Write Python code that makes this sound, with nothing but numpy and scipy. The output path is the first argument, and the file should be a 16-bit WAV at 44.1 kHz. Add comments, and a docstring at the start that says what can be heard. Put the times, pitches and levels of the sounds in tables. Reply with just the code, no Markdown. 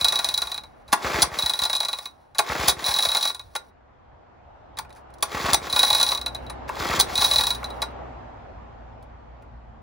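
"""First the clatter of a starter cord winding back on a small engine close by, over a low hum of traffic.
Four more pulls follow in a yard by a road; the engine never fires. Pawls and ratchet strike ringing metal,
the turning crank is coloured noise, each chuff a tone of sagging pitch. A vehicle passes in the distance:
random spectra for its wash and rumble, wavering harmonics for its hum."""
import sys
import numpy as np
from scipy import signal
from scipy.fft import rfft, irfft, next_fast_len
from scipy.io import wavfile
from scipy.ndimage import uniform_filter1d

SR = 44100
rng = np.random.default_rng(int(sys.argv[2]) if len(sys.argv) > 2 else 0)


def log_audio(samples):
    """Write samples as a 16-bit WAV file to the path given in sys.argv[1]."""
    # one column per channel
    frames = np.atleast_2d(samples).T
    # limit to full scale, then quantise
    limited = np.clip(frames, -1, 1)
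    pcm = np.round(limited * 32767).astype(np.int16)
    wavfile.write(sys.argv[1], SR, pcm)


N = 433062
T = np.arange(N) / SR


def gain_of(db):
    """Decibels to a factor."""
    return 10 ** (np.asarray(db) / 20)


def evened(x):
    """Scales to rms 1."""
    return x / np.sqrt(np.mean(x ** 2) + 1e-20)


def read(points, hz, order=1):
    """A column of a table at given frequencies, on a log axis."""
    table = np.transpose(points)
    return np.interp(np.log(hz + 1), np.log(table[0] + 1), table[order])


def add(mix, s, sound):
    """Mixes a sound in at s seconds."""
    part = mix[max(round(s * SR), 0):][:len(sound)]
    part += sound[:len(part)]


def colour(points):
    """Causal (minimum-phase) impulse response with a given spectrum, energy 1."""
    half = np.log(gain_of(read(points, np.fft.rfftfreq(2048, 1 / SR))))
    log_gain = np.concatenate([half, half[-2:0:-1]])
    phase = -signal.hilbert(log_gain).imag
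    taps = np.fft.ifft(np.exp(log_gain + 1j * phase)).real[:1024]
    return taps / np.linalg.norm(taps)


def struck(modes, points, ring_db):
    """Impulse response of a part: its modes over the broad colour of the contact, energy 1."""
    t = np.arange(6000) / SR
    taps = np.zeros(len(t))
    for k, (hz, db, t60) in enumerate(modes):
        # neighbouring modes start in opposition, so the ring swells before it beats
        taps += (-1) ** k * gain_of(db - 60 * t / t60) * np.sin(2 * np.pi * hz * t)
    taps = gain_of(ring_db) * taps / np.linalg.norm(taps)
    add(taps, 0, colour(points))
    return taps / np.linalg.norm(taps)


def ring(drive, taps):
    """Passes a drive through an impulse response."""
    return signal.oaconvolve(drive, taps)[:N]


def grit(per_s, spread_db, hiss, ms):
    """Random small contacts of uneven size, each a short burst, over a smooth rub."""
    sizes = gain_of(spread_db * np.minimum(rng.exponential(1, N), 3))
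    ticks = (rng.random(N) < per_s / SR) * sizes
    bursts = signal.lfilter([1], [1, -np.exp(-1000 / (ms * SR))], ticks)
    return evened((evened(bursts) + hiss) * rng.standard_normal(N))


# the cord winding back: (start [s], stop [s], rumble at the start [dB], rasp at the start [dB])
REWINDS = [(0, .56, -34.5, -34), (1.395, 2.04, -37.5, -34), (2.88, 3.29, -31.5, -27),
           (5.76, 6.13, -31, -26.5), (7.194, 7.51, -32.5, -24.5)]
SPOOL_RISE_S, SPOOL_STOP_S, SPOOL_TAIL_S = 0.08, 0.08, 0.33
RUMBLE_DB_PER_S, RASP_DB_PER_S = -22.5, -20.5  # drift while the spool runs
STOP_DB, TAIL_DB = -23.5, -35  # before the start and after the stop; at the end of the tail


def spooling():
    """Rumble and rasp gains: each rewind rises, drifts, stops and trails off."""
    out = np.zeros((2, N))
    for start, stop, *dbs in REWINDS:
        stopped = stop + SPOOL_STOP_S
        s = [start - SPOOL_RISE_S, start, stop, stopped, stopped + SPOOL_TAIL_S]
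        for row, drift in enumerate((RUMBLE_DB_PER_S, RASP_DB_PER_S)):
            end = drift * (stop - start)
            course = dbs[row] + np.array([STOP_DB, 0, end, end + STOP_DB, end + TAIL_DB])
            out[row] += gain_of(np.interp(T, s, course, -120, -120))
    return out


# steel starter cup, two close pairs and a faint low mode: (frequency [Hz], level [dB], t60 [s])
CUP = [(3855, -1, .08), (3962, -2, .075), (3760, -1, .022), (4060, -2, .022), (2480, -21, .09)]
# high modes of the cup: (frequency [Hz], level [dB], t60 [s])
CUP_HIGH = [(5200, -8, .025), (5820, -2, .03), (8650, -5, .05), (9400, -2, .02), (10390, 1, .028),
            (11760, -8, .035), (15690, -9, .05)]
# sheet-metal housing: (frequency [Hz], level [dB], t60 [s])
HOUSING = [(426.4, -10, 0.047), (684, -4, 0.0079), (890, 7, 0.02), (1008.6, 0, 0.041), (1168, -2, 0.028),
           (1420, -4, 0.066), (1865, -10, 0.0077), (2473, -25, 0.016)]
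# broad colour of contact on the housing: (frequency [Hz], relative level [dB per Hz])
KNOCK = [(120, -38), (250, -17.5), (400, -3), (700, -1), (1100, 4), (1600, -2), (2500, -2), (3600, -26.5)]
# broad colour of contact on the cup: (frequency [Hz], relative level [dB per Hz])
CRACK = [(2500, -25.5), (3400, 0), (4500, -2), (6000, -6), (7500, -13), (9300, 3), (11500, -19.5),
         (13500, -10.5), (15750, -10), (16000, -40)]


def winding():
    """The spool drags round in the housing and keeps the cup faintly singing."""
    rumble, rasp = spooling()
    shared = grit(200, 3.5, 0.57, 11.0)
    housing = ring(rumble * shared, struck(HOUSING, KNOCK, -0.25))
    return housing + ring(rasp * shared, struck(CUP + CUP_HIGH, CRACK, -3.0))


# ratchet clicks as the cord winds back:
# (time [s], cup ring relative level [dB], housing knock before layer gain [dB re cup])
CLICKS = [(0.0118, -17, -9), (0.0453, -8.5, -5.5), (0.0837, -13, -13.5), (0.1233, -17, -0.5),
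          (0.157, -13.5, -11.5), (0.1896, -16.5, 1), (0.2446, -15.5, -2.5), (.2880, -17, -5.5),
          (0.3407, -17, -14.5), (0.3768, -16, -6.5), (0.4189, -17, -2.5), (0.4712, -25, -3.5),
          (0.5171, -23.5, -2), (.5435, -25, -4), (.578, -26.5, 0.5), (.6364, -38.5, 3), (1.3883, -15, -3.5),
          (1.4239, -17.5, -10), (1.461, -15.5, -4.5), (1.4956, -15.5, -6.5), (1.536, -18, -4),
          (1.5906, -17.5, -4), (1.6186, -19, 0.5), (1.6364, -16, -7.5), (1.6526, -17, -4.5),
          (1.6973, -19.5, 1), (1.7304, -15.5, -2.5), (1.7514, -17.5, -4.5), (1.7651, -19, -13),
          (1.8034, -16, -4), (1.8306, -25, 1), (1.8493, -21, -1), (1.8848, -20, -2.5), (1.9303, -20, 0),
          (1.9868, -27.5, 1), (2.0564, -27.5, -0.5), (2.842, -20.5, -6.5), (2.8634, -17.5, -14),
          (2.8832, -24, -2.5), (2.911, -23, 0.5), (2.94, -15.5, -15), (2.963, -18, -4), (2.9875, -12.5, 0),
          (3.0243, -16, -19), (3.0512, -14, -2.5), (3.0882, -16.5, -6.5), (3.1171, -17, -4),
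          (3.149, -13.5, 1.5), (3.1699, -16, -5), (3.2103, -23, -7.5), (3.2273, -15, -8),
          (3.253, -17, -0.5), (3.275, -19, -28), (3.298, -24, -0.5), (3.3469, -29.5, -1), (3.3951, -30, -3),
          (5.6993, -26, -19), (5.727, -17.5, -9.5), (5.7621, -12.5, -1), (5.7923, -7, -8), (5.831, -9, 0.5),
          (5.8492, -15.5, -15.5), (5.8793, -22, -11), (5.9028, -10.5, -3), (5.9298, -12.5, -3),
          (5.9484, -12, -8), (5.9679, -28, -3), (5.9834, -19, -4), (5.9999, -14.5, -2), (6.012, -14.5, -3),
          (6.029, -10, -8.5), (6.065, -17.5, -7), (6.0893, -15.5, -18.5), (6.1182, -16, 2),
          (6.1485, -19, -5), (6.1756, -23, -1.5), (6.2138, -26, -3.5), (6.2618, -19, -1),
          (6.348, -27, -0.5), (7.1553, -15, -18), (7.1778, -15.5, -3.5), (7.1945, -22, -16),
          (7.2135, -18, 2), (7.2203, -14, -5.5), (7.2451, -11, -15), (7.2691, -29, -7), (7.3124, -12, -2),
          (7.3357, -16, -4), (7.3593, -10.5, -6.5), (7.384, -11, -7), (7.3927, -23.5, 4.5),
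          (7.4092, -15, -4), (7.437, -16, -3.5), (7.4688, -14, -6.5), (7.5047, -16, -4.5),
          (7.5484, -27.5, -14.5), (7.6427, -25.5, -0.5)]
# the pawl drops back after each click
REBOUND_S, REBOUND_SPAN_S, REBOUND_DB, REBOUND_SPREAD_DB = 0.0069, 0.011, -12.5, 5
# treble re the cup before layer gains, its scatter, contact time scale
CLICK_CRACK_DB, CLICK_SPREAD_DB, CLICK_MS = -7.5, 3.5, 3.62


def ratchet():
    """Blows of the ratchet: each click and its rebound, with a chance share of treble."""
    s, db, knock = np.transpose(CLICKS)
    late, weak, *bright = rng.random((len(CLICKS), 4)).T
    s = np.concatenate([s, s + REBOUND_S + REBOUND_SPAN_S * late])
    db = np.concatenate([db, db + REBOUND_DB - REBOUND_SPREAD_DB * weak])
    crack = CLICK_CRACK_DB + CLICK_SPREAD_DB * (2 * np.ravel(bright) - 1)
    return list(zip(s, db, db + np.tile(knock, 2), db + crack, CLICK_MS + 0 * s))


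# pawls biting and letting go, handle and hand taps, levels before layer gains:
# (time [s], cup ring [dB], housing knock [dB], treble crack [dB], contact time scale [ms])
KNOCKS = [(0.879, -46, -50.5, -56.5, 36), (0.921, -54, -23.5, -31, 3.9), (0.9271, -40, -7, -13.5, 5.9),
          (1.22, -45, -17.5, -9, 5.2), (1.227, -35, -15, -4.5, 1.6), (2.348, -39, -38, -47, 11.6),
          (2.384, -17, -25.5, -13.5, 2.5), (2.389, -43, -7.5, -13.5, 4.9), (2.676, -47, -22.5, -23, 10),
          (2.682, -40, -18.5, -6, 3.1), (2.693, -14, -30.5, -18, 9.6), (3.552, -55, -18.5, -28.5, 5.1),
          (3.562, -24, -45, -25.5, 2.7), (4.771, -35, -36.5, -44.5, 8.9), (4.787, -41, -21.5, -24, 3.7),
          (4.848, -78, -38, -60, 3.8), (4.894, -70, -53, -54, 2.5), (4.904, -52, -38, -52, 2.8),
          (4.927, -70, -62, -48, 2.7), (4.95, -75, -60, -53, 2.5), (4.959, -84, -50.5, -58, 19),
          (5.103, -80, -45, -61, 2.7), (5.139, -81, -50, -46.5, 3), (5.184, -80, -60, -48, 2.3),
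          (5.206, -70, -55, -52, 4), (5.2254, -49, -12.5, -13, 4.06), (5.532, -63, -14, -7.5, 3),
          (5.544, -17, -2.5, -1.5, 1.63), (6.466, -40, -55.5, -62, 2.5), (6.498, -36, -28, -35, 4.7),
          (6.691, -56, -16.5, -37.5, 3.35), (6.766, -70, -17, -49, 2), (6.994, -45, -32.5, -14, 1.9),
          (6.999, -30, -9.5, -5, 2.5), (7.008, -13.5, -21.5, -10, 3.4), (7.629, -53, -17.5, -52, 2.4),
          (7.703, -35.5, -50, -40, 2.5), (7.819, -20, -21.5, -25.5, 6.6), (9.026, -89, -57, -56.5, 4),
          (9.422, -90.5, -45.5, -65, 5)]


def blow_forces():
    """Drives for cup halves, housing and treble: each blow strikes the cup and bounces once, then chatters."""
    force, t = np.zeros((4, N)), np.arange(2500) / SR
    hits = ratchet() + KNOCKS
    chances = rng.random((len(hits), 3))
    for (s, cup_db, knock_db, crack_db, ms), (spot, late, bounce) in zip(hits, chances):
        u = t * 1000 / max(ms, .3)  # time in contact times
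        # where the pawl lands shares the blow between the modes of each pair
        shares = np.cos(0.35 + 0.8 * spot), np.sin(0.3 + 0.8 * spot)
        for row, share in enumerate(shares):
            impulse = gain_of([cup_db]) * share
            add(force[row], s, impulse)
            add(force[1 - row], s + 0.000956 + 0.0057 * late, impulse * 0.7 * bounce)
        knock = (1 - np.exp(-t / 0.0047)) * np.exp(-u / 1.135)
        crack = (1 - np.exp(-t / 0.00096)) * (np.exp(-u) + 0.21 * np.exp(-u / 1.7))
        add(force[2], s, gain_of(knock_db) * knock)
        add(force[3], s - .0005, gain_of(crack_db) * crack)  # treble at once, housing slower to rise
    return force


# frame under a hard knock: (frequency [Hz], relative level [dB per Hz])
THUD = [(100, -20), (200, 0), (350, 0.5), (600, -10), (1200, -40)]


def blows():
    """Blows ring the cup by impulse and the housing and high modes by chattering noise."""
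    force = blow_forces()
    # contacts are uneven: a few strong ticks among many weak ones
    chatter = evened(rng.standard_normal(N) * gain_of(0.3 * rng.exponential(1, N)))
    halves = struck(CUP[::2], CRACK, 10.0), struck(CUP[1::2], CRACK, 12.86)
    cup = sum(ring(f, taps / abs(taps).max()) for f, taps in zip(force, halves))
    knock = ring(force[2] * chatter, struck(HOUSING, KNOCK, 1.7))
    hard = np.maximum(force[2] - gain_of(-23.5), 0)  # only the hardest knocks shake the frame
    thud = ring(hard * chatter, colour(THUD))
    crack = ring(force[3] * chatter, struck(CUP_HIGH, CRACK, -8.0))
    return gain_of(3.5) * cup + gain_of(5.0) * knock + gain_of(-5.0) * thud + gain_of(3.0) * crack


# the road behind, hum pitch and level before their waver:
# (time [s], tyre wash [dB], low rumble [dB], engine hum pitch [Hz], engine hum level [dB])
ROAD = [(0, -49, -53, 61.5, -60), (2.2, -56.5, -59, 62.43, -71), (3.8, -55.5, -58, 64, -69),
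        (4.6, -51, -54.5, 64.44, -61.5), (5.6, -45, -53, 63, -51), (6.5, -39, -45.5, 62.3, -47),
        (7.1, -36.5, -45.5, 62.75, -44), (7.7, -36, -48, 59.64, -43), (8.101, -41, -46.5, 61.52, -42),
        (8.5, -45, -47, 57.7, -48.5), (9.098, -48, -48, 58.95, -49.5), (9.82, -51, -48.5, 56.75, -47)]
# colour of the tyre wash: (frequency [Hz], relative level [dB per Hz])
WASH = [(110, -44), (180, -12), (242, -7), (314, -7.5), (522, -5.5), (748, -1), (3430, -30), (7400, -46),
        (9000, -59.5), (11700, -95), (19800, -120)]
# colour of the low rumble: (frequency [Hz], relative level [dB per Hz])
RUMBLE = [(12, -44.5), (20, -7), (43, -3.5), (67, -0.5), (133, -9), (172, -13), (226, -18.5), (300, -16.5),
          (390, -43.5), (660, -120)]
# left-right likeness of the road: (frequency [Hz], correlation [-1 to 1])
SAME = [(60, 0.98), (380, -0.25), (2380, 0.27), (15000, -0.58)]


def road_noise(points):
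    """Stereo noise as random short-time spectra, with patches that swell and thin; rms 1."""
    frames, hz = N // 512 + 5, np.fft.rfftfreq(2048, 1 / SR)
    a, b, c, d, patches = rng.standard_normal((frames, 1025, 5), np.float32).T
    patches = evened(uniform_filter1d(uniform_filter1d(patches, 20, 0), 8, 1))
    same = np.clip(read(SAME, hz), -1, 1)[:, None]
    left = a + 1j * b
    right = same * left + np.sqrt(1 - same ** 2) * (c + 1j * d)
    z = np.array([left, right]) * gain_of(read(points, hz)[:, None] + 1.3 * patches)
    return evened(signal.istft(z, nperseg=2048, noverlap=1536)[1][:, :N])


def traffic():
    """Distant tyre wash and rumble under changing levels; a wavering engine hum of three harmonics."""
    s, wash_db, rumble_db, hum_hz, hum_db = np.transpose(ROAD)
    out = np.zeros((2, N))
    for points, db in ((WASH, wash_db), (RUMBLE, rumble_db)):
        out += gain_of(np.interp(T, s, db)) * road_noise(points)
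    rates_hz = np.geomspace(.7, 9, 16)
    waver = evened(sum(np.sin(2 * np.pi * (f * T + rng.random())) / np.sqrt(f) for f in rates_hz))
    turn = 2 * np.pi * np.cumsum(np.interp(T, s, hum_hz) * (1 + .012 * waver)) / SR
    hum = np.sin(turn) + gain_of(-9) * np.sin(2 * turn) + gain_of(-13.5) * np.sin(4 * turn)
    return out + gain_of(np.interp(T, s, hum_db) + 2.0 * waver[::-1]) * evened(hum)


# pulls of the cord: (time the pawls let go [s], added strength [dB])
PULLS = [(-.377, 3), (1.2239, 0), (2.675, -0.5), (5.524, 0), (6.979, 0.5)]
# every pull, the crank driven, let go, then coasting, before pull strength:
# (time from letting go [s], rumble [dB], rasp [dB])
CRANKING = [(-.3, -44, -46), (-.25, -43.5, -51), (-.18, -27.5, -36), (-.1, -27.5, -34.5), (-.015, -24, -29),
            (.04, -34.5, -46.5), (.08, -42, -54.5), (0.126, -33.5, -38), (.22, -40, -49.5),
            (.46, -55.5, -72)]


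def cranking():
    """Rumble and rasp gains: the same course for every pull."""
    s, low, high = np.transpose(CRANKING)
    out = np.zeros((2, N))
    for at, more_db in PULLS:
        out += gain_of([np.interp(T - at, s, db + more_db, -120, -120) for db in (low, high)])
    return out


# compression chuffs of every pull, wider apart as the crank slows, levels before pull strength and trims:
# (time from letting go [s], chuff [dB], first gulp later by [s], second gulp later by [s], gulps [dB])
STROKES = [(-.178, -27.5, .022, .053, -30), (-.081, -25, .015, .041, -28), (.003, -26.5, .013, .044, -35),
           (.093, -35, .026, .053, -36), (.21, -31.5, .03, .075, -43), (.395, -36.5, .04, .09, -51.5)]
JOLT, JOLT_S, BETWEEN = 0.99, .008, 0.61  # rumble gain added, fading time, gain between jolts


def jolts():
    """Each chuff and gulp after the first pull jolts the block: a gain that jumps and sinks back."""
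    out, fading = np.zeros(N), JOLT * np.exp(-np.arange(2000) / SR / JOLT_S)
    for at, _ in PULLS[1:]:
        for s, _, first, second, _ in STROKES:
            for late in (0, first, second):
                add(out, at + s + late, fading)
    return BETWEEN + out


# colour of the turning crank: (frequency [Hz], relative level [dB per Hz])
CRANK = [(120, -15), (250, -9.5), (400, -1.5), (700, -3.5), (1100, 1.5), (1600, -4), (2200, -4),
         (4500, -31.5)]
# colour of the rasping cord: (frequency [Hz], relative level [dB per Hz])
SCRAPE = [(2000, -27), (2700, 0), (3400, 5), (6000, -4), (7500, -7), (9300, -10), (11500, -12.5),
          (15750, -10.5), (16000, -54.5)]


def turning():
    """Crank and valve gear shake the block while the cord rasps."""
    rumble, rasp = cranking()
    shared = grit(260, 1.2, 1.4, 3.6)
    low = ring(rumble * jolts() * shared, struck(HOUSING, CRANK, -18))
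    rub = evened(0.49 * shared + grit(450, 2.5, 0.83, 1.2))
    return low + ring(rasp * rub, colour(SCRAPE))


def puff(low_hz, sag_s):
    """A burst of air: a fast onset, a pitch that sags to low_hz, a decay of about a cycle."""
    t = np.arange(3000) / SR
    hz = low_hz * (1 + 5.1 * np.exp(-t / sag_s))
    swing = -np.sin(2 * np.pi * np.cumsum(hz) / SR)
    return swing * (1 - np.exp(-t / .0009)) * np.exp(-t * low_hz / 1.25)


def chuffs():
    """Unfired air leaves the cylinder: a suck and push, then two lighter gulps of the valves."""
    out = np.zeros(N)
    chuff, gulp_1, gulp_2 = puff(62, .0027), puff(300, .0015), puff(130, .003)
    for at, more_db in PULLS:
        for s, db, first, second, gulp_db in STROKES:
            if at + s <= 0:  # before the start
                continue
            add(out, at + s, gain_of(db + 1.0 + more_db) * chuff)
            add(out, at + s + first, gain_of(gulp_db + more_db) * gulp_1)
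            add(out, at + s + second, gain_of(gulp_db + 3 + more_db) * gulp_2)
    return out


# the two microphone ports facing the engine:
# (frequency [Hz], phase by which left leads [rad], left minus right level [dB])
PORTS = [(20, 0, .8), (350, .3, -.6), (700, 0, 3.5), (1300, -.9, 1.5), (2400, -.1, -.6), (3500, .6, -1.2),
         (4800, .2, .6), (5850, -.8, 2.5), (7000, -.2, 0), (8300, -2.5, .2), (9600, -3.8, 0),
         (11300, -6.3, -.3), (12500, -8.9, 0), (13600, -9.6, 0), (15100, -12.5, 0)]


def ports(x):
    """The engine reaches the two ports with a phase and level difference that depend on pitch."""
    size = next_fast_len(N + 4096)
    hz = np.fft.rfftfreq(size, 1 / SR)
    tilt = gain_of(read(PORTS, hz, order=2) / 2) * np.exp(.5j * read(PORTS, hz))
    return irfft(rfft(x, size) * np.array([tilt, 1 / tilt]), size)[:, :N]


# dying away of the yard: (frequency [Hz], t60 [s])
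YARD = [(300, 0.39), (3000, 0.17), (12000, 0.11)]


def yard(x):
    """Sparse echoes off ground and parked vehicles, each band dying at its own speed."""
    taps = np.zeros((2, SR // 2))
    at = np.arange(150, SR // 2 - 20, 20)
    at = at + rng.integers(0, 20, (2, len(at)))  # one echo at a chance spot in every 20 samples
    np.put_along_axis(taps, at, rng.choice([-1., 1.], at.shape), 1)
    hz, t, z = signal.stft(taps, SR, nperseg=256)
    tail = signal.istft(z * gain_of(-60 * t / read(YARD, hz)[:, None]), SR, nperseg=256)[1]
    return signal.oaconvolve(x[None], tail / np.linalg.norm(tail[0]), axes=1)[:, :N]


def scene():
    """Engine close by, its echoes, and the road behind."""
    no_bass = signal.butter(2, 170, "high", fs=SR, output="sos")  # small parts radiate no bass
    metal = signal.sosfilt(no_bass, blows() + turning() + winding())
    # the engine sounds hollow near 3 kHz
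    metal = metal - 0.5 * signal.lfilter(*signal.iirpeak(2980, 6.5, SR), metal)
    return ports(metal + chuffs()) + gain_of(-12) * yard(metal) + traffic()


def record(dry):
    """The microphone loses the deepest bass and rounds off the highest peaks; then the band limit."""
    no_deep_bass = signal.butter(2, 38, "high", fs=SR, output="sos")
    heard = np.tanh(signal.sosfilt(no_deep_bass, dry))
    band_limit = signal.firwin(511, 16990, window=("kaiser", 9), fs=SR)  # edge in Hz
    return signal.oaconvolve(heard, band_limit[None], "same")


dry = scene()
out = record(dry)
log_audio(out)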